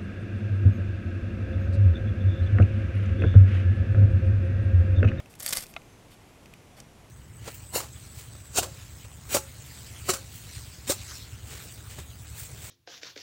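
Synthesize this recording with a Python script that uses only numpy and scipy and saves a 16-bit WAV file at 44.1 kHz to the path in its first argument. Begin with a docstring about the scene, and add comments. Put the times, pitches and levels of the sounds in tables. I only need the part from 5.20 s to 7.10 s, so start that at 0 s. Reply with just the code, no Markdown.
"""On concrete at the foot of a wall, a lizard shakes a cicada. The dry wings scrape in quick strokes
of tiny slips and snap against the ground, then rub faintly as the grip shifts; the wing membrane
colours each contact and the wall reflects it. One hollow tap and a few small ticks ring close by,
over a quiet outdoor rumble and a very faint, thin whistle."""
import sys
import numpy as np
from scipy import signal
from scipy.fft import rfft, irfft, next_fast_len
from scipy.io import wavfile
from scipy.ndimage import map_coordinates

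SR = 44100
rng = np.random.default_rng(int(sys.argv[2]) if len(sys.argv) > 2 else 0)


def master_out(mix):
    """Clip the mix to full scale and print it as 16-bit PCM to the path in sys.argv[1]."""
    frames = np.transpose(np.atleast_2d(mix))
    ceiling = np.clip(frames, -1, 1)
    pcm = np.round(ceiling * 32767).astype(np.int16)
    wavfile.write(sys.argv[1], SR, pcm)


N = 83790
T = np.arange(N) / SR


def wing_strokes():
    """Quick scrapes of the shaken wings on concrete."""
    # Each row: start in s, length in s, level in dB, resonance in Hz, its gain in dB, tilt in dB/octave.
    strokes = [(.2005, 0.012, -42.5, 8500, 4, -2), (.2235, 0.0025, -35.5, 12000, 15, -1),
               (.2285, 0.0064, -37.5, 11600, 8, 0), (.244, 0.012, -43.5, 8040, 12, -2.5),
               (.2635, 0.0032, -29.5, 13500, 3, 1.5), (.2775, 0.0025, -29, 4750, 11.5, -0.7),
               (.2855, 0.0084, -30.5, 6940, 5.5, 3.5), (.3068, 0.0044, -34, 6750, 16, -2.8),
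               (.327, 0.0086, -25.5, 3930, 3, 0.6), (.3535, 0.0052, -35.5, 8950, 8.5, -1),
               (.362, 0.014, -33.5, 9400, 7, 0), (.379, 0.0068, -32.5, 5600, 10.5, -2.5),
               (.405, .004, -38.5, 9500, 7, -0.5), (.422, 0.0065, -40.5, 5000, 3, 0.5),
               (.435, 0.0048, -43, 12000, 4, -2.5)]
    return scrapes(strokes)


def wing_snaps(decay_s=0.00055):
    """A stiff wing buckles or strikes the concrete: a crack of about 1 ms."""
    # Each row: start in s, level in dB, resonance in Hz, its gain in dB, tilt in dB/octave.
    snaps = [(.1991, -29.5, 12400, 12, 1), (.204, -26, 7060, 17, 0.5), (0.2306, -26.5, 4000, -22, 0),
             (0.2402, -33.5, 9000, 5, -4), (0.2626, -14, 13100, -1.5, 2.5), (.2629, -16, 8100, 2, -0.7),
             (0.2929, -21, 10900, 12, -1), (0.3068, -24, 7000, 11, -2.5), (0.3265, -15.5, 6240, 9, -2.5),
             (.3305, -21, 8000, -3, 0.5), (0.3331, -16, 3930, 21.5, 0), (0.3542, -24, 14000, 4, 1),
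             (0.3714, -13, 9600, 9, -0.9), (.467, -35, 8000, 3, 2), (1.6022, -35.5, 5960, 17, 1)]
    out, t = np.zeros(N), T[:SR // 50]
    for start_s, db, *colour in snaps:
        crack = wing_contact(rng.standard_normal(len(t)), np.exp(-t / decay_s), *colour)
        add(out, start_s, amp(db) * crack)
    return out


def wing_drag():
    """The wings keep brushing the ground between strokes."""
    # Each row: time in s, level in dB.
    levels = [(.19, -70), (.205, -51.5), (.26, -40.5), (.33, -41), (.385, -35), (.405, -44), (.438, -45.5),
              (.452, -60.5), (.50, -58), (.55, -65), (.62, -85)]
    level_db = np.interp(T, *np.transpose(levels), left=-120, right=-120)
    return amp(level_db) * unit(filtered(friction(N), lambda f: amp(membrane_db(f))))


def wing_rubs():
    """Faint scrapes as the grip shifts."""
    # Each row: start in s, length in s, level in dB, resonance in Hz, its gain in dB, tilt in dB/octave.
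    rubs = [(.098, 0.034, -58.5, 11500, -1, 0.5), (.152, 0.0029, -48.5, 9500, 5, 1),
            (.188, 0.015, -53, 8000, 4, 0.5), (.485, 0.031, -58.5, 11500, 11, 4),
            (.905, 0.041, -59, 3300, 9.5, -0.5), (1.566, 0.031, -52, 4400, 0, -3.5),
            (1.6008, 0.0017, -40.5, 5800, 10.5, -2)]
    return scrapes(rubs)


def scrapes(rows, rise_s=0.00092, release_s=0.0027):
    """Each scrape rises, holds while the wing slides, and dies."""
    out, t = np.zeros(N), T[:SR // 10]
    for start_s, length_s, db, *colour in rows:
        rise = 1 - np.exp(-t / rise_s)
        release = np.exp(-np.maximum(t - length_s, 0) / release_s)
        add(out, start_s, amp(db) * wing_contact(friction(len(t)), rise * release, *colour))
    return out


def friction(size, slips_per_s=6500, spread_db=4, hiss_gain=0.3):
    """Dense tiny slips of uneven strength over a little hiss."""
    slipping = rng.random(size) < slips_per_s / SR
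    strength, sign, hiss = rng.standard_normal((3, size))
    slips = slipping * amp(spread_db * strength) * np.sign(sign)
    return unit(unit(slips) + hiss_gain * hiss)


def wing_contact(drive, envelope, resonance_hz, gain_db, tilt_db_per_octave, width_octaves=0.28):
    """A contact through the membrane, whose bend brings out one resonance and tilts the spectrum."""
    def response(f):
        octaves = np.log2((f + 1) / resonance_hz)
        peak_db = gain_db * np.exp(-0.5 * (octaves / width_octaves) ** 2)
        return amp(membrane_db(f) + peak_db + tilt_db_per_octave * octaves)
    return unit(filtered(drive * envelope, response)) * np.sqrt(np.mean(envelope ** 2))


def membrane_db(f, half_width_hz=134):
    """Wing membrane response: a broad spectrum plus narrow resonances."""
    # Each row of both: frequency in Hz, gain in dB.
    spectrum = [(120, -9), (380, -15.5), (600, -1), (880, -9.5), (1400, -5.5), (2400, -7), (4000, -8),
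                (6500, -5.5), (9000, -4.5), (11500, -4.5), (13800, -8.5), (15500, -12)]
    modes = [(2050, 5.5), (3450, 6.5), (4100, 1), (4650, 9), (5450, 7), (7650, 5), (8650, 6), (9500, 2.5),
             (12300, 8)]
    return along(spectrum, f) + sum(db / (1 + ((f - hz) / half_width_hz) ** 2) for hz, db in modes)


def taps():
    """One full tap and lighter, drier ticks."""
    # Each row: start in s, gain in dB, pitch ratio, side-mode gain in dB, crack gain in dB.
    ticks = [(.0005, -35.5, 0.88, 7.5, -3.5), (.059, -39.5, 1.03, -22, -4), (.139, -41, 1.02, -16, 1),
             (.4587, -40, 1, -12, -1), (.5385, -38, 1.03, -3.5, -0.5), (0.618, -42.5, 0.96, -12, -7),
             (1.258, -43, 1, -18, 1.5), (1.3373, -36, 0.987, -14, -1.5)]
    out = np.zeros(N)
    add(out, start_s=0.5638, sound=amp(-23.5) * knock(pitch_ratio=1, side_db=0, crack_db=-15.5))
    for start_s, db, *touch in ticks:
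        add(out, start_s, amp(db) * knock(*touch, damping=1.4))
    return out


def knock(pitch_ratio, side_db, crack_db, damping=1):
    """Short hollow modes under a contact crack; side_db scales modes away from the main resonance."""
    # Modes of the full tap. Each row: frequency in Hz, gain in dB, T60 in s.
    modes = [(680, -7, 0.035), (757, -10, 0.032), (1204, -5.5, 0.021), (1360, -13, 0.042),
             (2122, -7, 0.032), (2523, 2.5, 0.014), (2660, 0, 0.012), (2960, -8, 0.019), (3470, -7, 0.018),
             (3840, -13, 0.029), (4430, -9, .008), (5740, -19, .006)]
    # Each row: frequency in Hz, gain in dB.
    crack_spectrum = [(500, -18), (2400, 2), (4000, -1.5), (6200, 3.5), (9000, -3), (15000, -11)]
    main_hz, main_width_hz, low_cut_hz = 2500, 1030, 570
    attack_s, crack_t60_s = 0.0011, 0.0099
    ring, t = 0, T[:SR // 10]
    for hz, db, t60_s in modes:
        off_main = 1 - np.exp(-((hz - main_hz) / main_width_hz) ** 2)
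        envelope = amp(db + side_db * off_main - 60 * t * damping / t60_s)
        ring += envelope * np.sin(2 * np.pi * hz * pitch_ratio * t)
    crack = shaped_noise(crack_spectrum, len(t)) * amp(crack_db - 60 * t / crack_t60_s)
    low_cut = signal.butter(4, low_cut_hz, "high", fs=SR, output="sos")
    return signal.sosfilt(low_cut, (ring + crack) * (1 - np.exp(-t / attack_s)))


def wall_echo(x, gain_db=-12.5, t60_s=0.05, delay_s=0.0013):
    """Scattered reflections off the near wall."""
    t = T[:SR // 2]
    tail = rng.standard_normal(len(t)) * amp(-60 * t / t60_s) * (t > delay_s)
    return amp(gain_db) * signal.fftconvolve(x, tail / np.linalg.norm(tail))[:N]


def outdoor_air(level_db=-53, waver_db=0.5, wavers_per_s=8):
    """Distant rumble and hiss, wavering slightly."""
    # Each row: frequency in Hz, relative level in dB.
    spectrum = [(12, -27), (20, -4), (104, -1.5), (154, -3.5), (172, -4.5), (301, -8.5), (527, -12),
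                (574, -12.5), (738, -13), (802, -14.5), (1710, -21.5), (2390, -19.5), (4180, -27),
                (6180, -28), (6910, -27.5), (12100, -33), (16000, -42.5)]
    waver = map_coordinates(rng.standard_normal(64), [T * wavers_per_s])
    return amp(level_db + waver_db * waver) * shaped_noise(spectrum, N)


def whistle(start_hz=6630, sag_hz_per_s=500, width_hz=100):
    """A faint, narrow noise band comes and goes, sinking in pitch."""
    # Each row: centre in s, half length in s, level in dB.
    swells = [(.69, 0.12, -71.5), (1.43, 0.17, -74), (1.68, 0.1, -74)]
    envelope = sum(amp(db) * np.exp(-((T - centre_s) / half_s) ** 2) for centre_s, half_s, db in swells)
    flutter = unit(filtered(rng.standard_normal(N), lambda f: np.exp(-0.5 * (f / width_hz) ** 2)))
    phase = 2 * np.pi * np.cumsum(start_hz - sag_hz_per_s * T) / SR
    return envelope * flutter * unit(np.sin(phase))


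def amp(db):
    """Decibels to gain."""
    return 10 ** (np.asarray(db) / 20)


def unit(x):
    """Scale to RMS 1."""
    return x / np.sqrt(np.mean(x ** 2) + 1e-20)


def along(spectrum, f):
    """Interpolate (Hz, dB) points on a log frequency axis."""
    hz, db = np.transpose(spectrum)
    return np.interp(np.log(f + 1), np.log(hz + 1), db)


def filtered(x, response):
    """Zero-phase filter; response maps Hz to gain."""
    size = next_fast_len(len(x) + 8192)
    return irfft(rfft(x, size) * response(np.fft.rfftfreq(size, 1 / SR)), size)[:len(x)]


def shaped_noise(spectrum, size):
    """Noise at RMS 1, shaped by (Hz, dB) points."""
    return unit(filtered(rng.standard_normal(size), lambda f: amp(along(spectrum, f))))


def add(track, start_s, sound):
    """Mix a sound into the track in place."""
    part = track[max(round(start_s * SR), 0):][:len(sound)]
    part += sound[:len(part)]


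def scene():
    """Mono mix; only the wings reflect off the wall."""
    wings = wing_strokes() + wing_snaps() + wing_drag() + wing_rubs()
    return (wings + taps() + wall_echo(wings) + outdoor_air() + whistle())[None]


def record(dry):
    """Steep low-pass at the band limit."""
    top_hz = 15800
    return np.array([filtered(x, lambda f: 1 / np.sqrt(1 + (f / top_hz) ** 160)) for x in dry])


dry = scene()
out = record(dry)
master_out(out)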